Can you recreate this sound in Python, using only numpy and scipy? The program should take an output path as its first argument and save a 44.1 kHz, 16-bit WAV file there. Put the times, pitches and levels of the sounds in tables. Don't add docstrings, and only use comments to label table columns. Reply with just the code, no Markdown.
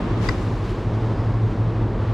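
import sys
import numpy as np
from scipy import signal
from scipy.fft import rfft, irfft
from scipy.io import wavfile

SR = 44100
rng = np.random.default_rng(int(sys.argv[2]) if len(sys.argv) > 2 else 0)


def materialize(psi):
    bounded = np.clip(np.atleast_2d(psi).T, -1, 1)
    quanta = np.round(bounded * 32767).astype(np.int16)
    wavfile.write(sys.argv[1], SR, quanta)


N = 94197

# peak t/s, spread/s, f/Hz, bandwidth/Hz, level/dB, left minus right/dB
BRUSHES = [(.245, 0.03, 1080, 900, -38, 5), (.235, 0.021, 4750, 3500, -53, 3),
           (.315, 0.04, 5640, 2500, -54, -1), (.43, 0.015, 6700, 3000, -57.5, 8),
           (.67, .045, 1480, 1200, -46.5, 0), (.69, 0.052, 3170, 2600, -49.5, 5),
           (.705, .012, 9500, 4000, -67, 1), (1.18, 0.074, 4920, 700, -61, -0.5)]
# peak t/s, rise/s, fall/s, level/dB, left minus
# right/dB
SWISHES = [(.258, 0.033, 0.056, -41, 4), (.39, .06, 0.077, -50, 7.5), (.53, .074, 0.12, -50, 1),
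           (.68, .045, .045, -50, 0), (.707, .012, 0.016, -53.5, .5), (.79, .071, .08, -52.5, 4),
           (.95, .01, 0.011, -52, 6), (1.04, 0.089, 0.18, -57.5, 3), (1.49, .061, 0.093, -57, 6),
           (2.025, .012, .015, -58.5, -5)]
# f/Hz, relative level/dB
SWISH_SPECTRUM = [(300, -14.5), (1000, 3), (1500, 3), (2000, 6), (3000, 1), (5000, -1.5), (7500, -8.5),
                  (8800, -16), (10000, -14), (11200, -23.5), (12200, -17), (13300, -30), (15500, -26.5)]
# t/s, relative level/dB, tilt/(dB per octave)
CLICK_CONTACTS = [(.2873, -8, 4), (.2886, -1, 2), (.2898, 0, 0), (.2916, -3, -6)]
# f/Hz, relative level/dB, T60/s, left minus right/dB
PART_MODES = [(1082, -7.5, .024, 4), (1518, -4.5, .018, 7), (1985, 1.5, .021, 5), (2385, -15, .016, 4),
              (3720, -11, .009, 3), (4880, -1.5, .011, 0), (6450, -27, .01, 3), (7500, -23, .008, 3),
              (10000, -36, .01, 9)]
# f/Hz, relative level/dB
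CONTACT_SPECTRUM = [(200, -6), (900, 0), (2000, -1), (2700, -12), (5000, -14), (7500, -21), (9000, -31),
                    (15000, -42)]
# f/Hz, bandwidth/Hz, level/dB
CABINET_RESONANCES = [(108, 30, -37), (177, 12, -40.5), (216.7, 16, -43), (332.3, 87, -38),
                      (443.6, 45, -43)]
# f/Hz, relative level/dB
AIR_SPECTRUM = [(12, -29), (30, -4), (85, 4), (135, 2.5), (240, .5), (350, -1.5), (520, -6.5), (740, -10.5),
                (1100, -11), (1400, -18), (1850, -21.5), (2400, -27), (3800, -32.5), (5200, -39),
                (7500, -48), (8800, -53), (10200, -57.5), (11200, -62.5), (12300, -62), (13300, -69),
                (15500, -72.5)]
# f/Hz, side minus mid/dB
AIR_WIDTH = [(30, -16), (100, -21), (350, -21.5), (700, -16.5), (1400, -14), (2800, -6), (5000, -12),
             (9000, -5), (13000, -5.5)]
# t/s, level/dB
AIR_ENVELOPE = [(0, -25.5), (.3, -26.5), (.55, -29), (.85, -27), (1.4, -27), (1.62, -27.5), (1.83, -25.5),
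                (1.95, -28.5), (2.14, -27)]
# t/s, relative level/dB
HISS_ENVELOPE = [(0, 2), (.5, 2), (.95, 1), (1.12, 0), (1.5, 0.6), (1.85, -2), (2.14, 0.1)]
# f/Hz, level/dB
DRONE_TONES = [(35.75, -38.5), (42.3, -37), (48.7, -33.5), (71.5, -46), (100.0, -30)]
# f/Hz, relative level/dB
HUM_TONES = [(112.3, 0), (109.9, -15), (107.2, -13)]
# t/s, level/dB
HUM_ENVELOPE = [(0, -31), (.05, -38), (.12, -25.5), (.3, -25), (.37, -38), (.45, -24.5), (.6, -28.5),
                (.78, -37), (.88, -29), (1.1, -20.5), (1.17, -35), (1.25, -24), (1.48, -20), (1.555, -32),
                (1.64, -23.5), (1.75, -23), (1.83, -18), (1.95, -34), (2.02, -34), (2.06, -21.5),
                (2.14, -27)]
# t/s, mono below f/Hz, gain of the remaining side signal/dB
STEREO_IMAGE = [(0, 200, 3.5), (.19, 145, 4), (.3, 29.8, 6), (.42, 193, 0), (.6, 426, -3.5), (.8, 1100, -7),
                (1.05, 2200, -10), (1.4, 2750, -16.5), (1.7, 3320, -31.5), (1.95, 2220, -11),
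                (2.14, 1500, -10)]

FRICTION_SIDE_DB = -7
SIDE_SIGNS = np.array([[1], [-1]])
TIME = np.arange(N) / SR
BIN_HZ = np.maximum(np.arange(N // 2 + 1) * SR / N, 1e-3)


def undb(db):
    return 10 ** (np.asarray(db) / 20)


def unit(x):
    return x / np.sqrt(np.mean(x ** 2))


def curve(rows):
    return np.interp(TIME, *np.array(rows).T)


def colour(rows):
    hz, db = np.array(rows).T
    return undb(np.interp(np.log(BIN_HZ), np.log(hz), db))


def noise(gain):
    return unit(irfft(gain * np.exp(2j * np.pi * rng.random(len(gain))), N))


def band_noise(hz, width_hz):
    return noise(1 / (1 + (2 * (BIN_HZ - hz) / width_hz) ** 2))


def stereo_noise(gain, side_gain):
    side_rms = np.sqrt(np.sum((gain * side_gain) ** 2) / np.sum(gain ** 2))
    return unit(noise(gain) + side_rms * noise(gain * side_gain) * SIDE_SIGNS)


def wander(hz):
    return noise(np.exp(-.5 * (BIN_HZ / hz) ** 2))


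def pan(db):
    return undb(np.array([[db], [-db]]) / 2)


def sleeve_brushes():
    out = 0
    for at, spread, hz, width, db, pan_db in BRUSHES:
        envelope = np.exp(-.5 * ((TIME - at) / spread) ** 2)
        out = out + undb(db) * pan(pan_db) * envelope * band_noise(hz, width)
    return out


def sleeve_swishes(grain_db=1.1, grain_hz=350):
    power = 0
    for at, rise, fall, db, pan_db in SWISHES:
        spread = np.where(TIME < at, rise, fall)
        envelope = np.exp(-.5 * ((TIME - at) / spread) ** 2)
        power = power + (undb(db) * pan(pan_db) * envelope) ** 2
    hiss = stereo_noise(colour(SWISH_SPECTRUM), undb(FRICTION_SIDE_DB))
    grain = undb(grain_db * wander(grain_hz))
    return np.sqrt(power) * unit(hiss * grain)


def bump(at_s=.2885, hz=50, db=-22, decay_s=.03):
    age = np.maximum(TIME - at_s, 0)
    return undb(db) * pan(db=8) * np.exp(-age / decay_s) * np.sin(2 * np.pi * hz * age)


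def contact_envelope(decay_s, hz=2000, pivot_hz=2000, rise_s=.0004):
    energy = 0
    for at, db, tilt in CLICK_CONTACTS:
        age = np.maximum(TIME - at, 0)
        strength = undb(db + tilt * np.log2(hz / pivot_hz))
        attack = 1 - np.exp(-age / rise_s)
        decay = np.exp(-np.minimum(age / decay_s, 100))
        energy = energy + (strength * attack * decay) ** 2
    return np.sqrt(energy)


def click(ring_gain_db=-16.8, scrape_gain_db=-23, chatter_rad=.35, chatter_hz=300):
    ringing = 0
    for hz, db, t60, pan_db in PART_MODES:
        phase = 2 * np.pi * (hz * TIME + rng.random()) + chatter_rad * wander(chatter_hz)
        envelope = contact_envelope(t60 / np.log(1000), hz)
        ringing = ringing + undb(ring_gain_db + db) * pan(pan_db) * envelope * np.sin(phase)
    scrape = stereo_noise(colour(CONTACT_SPECTRUM), undb(FRICTION_SIDE_DB))
    return ringing + undb(scrape_gain_db) * contact_envelope(decay_s=.002) * scrape


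def cabinet():
    return sum(undb(db) * band_noise(hz, width) for hz, width, db in CABINET_RESONANCES)


def vents(crossover_hz=2000, flicker_db=.3, swell_db=.84):
    air = stereo_noise(colour(AIR_SPECTRUM), colour(AIR_WIDTH))
    rumble = irfft(rfft(air) / (1 + (BIN_HZ / crossover_hz) ** 4), N)
    hiss = (air - rumble) * undb(curve(HISS_ENVELOPE) - flicker_db * wander(hz=9.9))
    return (rumble + hiss) * undb(curve(AIR_ENVELOPE) + swell_db * wander(hz=2.2))


def tones(rows, waver_depth, waver_hz=7.7):
    out = 0
    for hz, db in rows:
        sway = 1 + waver_depth * (wander(waver_hz) + 1j * wander(waver_hz))
        carrier = np.exp(2j * np.pi * (hz * TIME + rng.random()))
        out = out + undb(db) * unit(np.real(sway * carrier))
    return out


def compressors():
    return tones(DRONE_TONES, waver_depth=.13)


def beating_hum():
    return undb(curve(HUM_ENVELOPE)) * tones(HUM_TONES, waver_depth=.12)


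def scene():
    chiller = compressors() + beating_hum() + cabinet() + vents()
    return chiller + sleeve_swishes() + click() + bump() + sleeve_brushes()


def narrow(stereo):
    at, mono_hz, width_db = np.array(STEREO_IMAGE).T
    hz, t, side_spectra = signal.stft((stereo[0] - stereo[1]) / 2, SR, nperseg=1024)
    cutoff_hz = np.interp(t, at, mono_hz)
    highpass = 1 / (1 + (cutoff_hz / np.maximum(hz[:, None], 1)) ** 6)
    width = undb(np.interp(t, at, width_db))
    _, side = signal.istft(side_spectra * highpass * width, SR)
    return stereo.mean(axis=0) + side[:N] * SIDE_SIGNS


def record(dry, fade_s=.004, top_hz=15700):
    fade = np.minimum(np.minimum(TIME, TIME[::-1]) / fade_s, 1)
    lowpass = signal.ellip(10, .1, 80, top_hz, fs=SR, output="sos")
    return signal.sosfilt(lowpass, fade * narrow(dry))


dry = scene()
out = record(dry)
materialize(out)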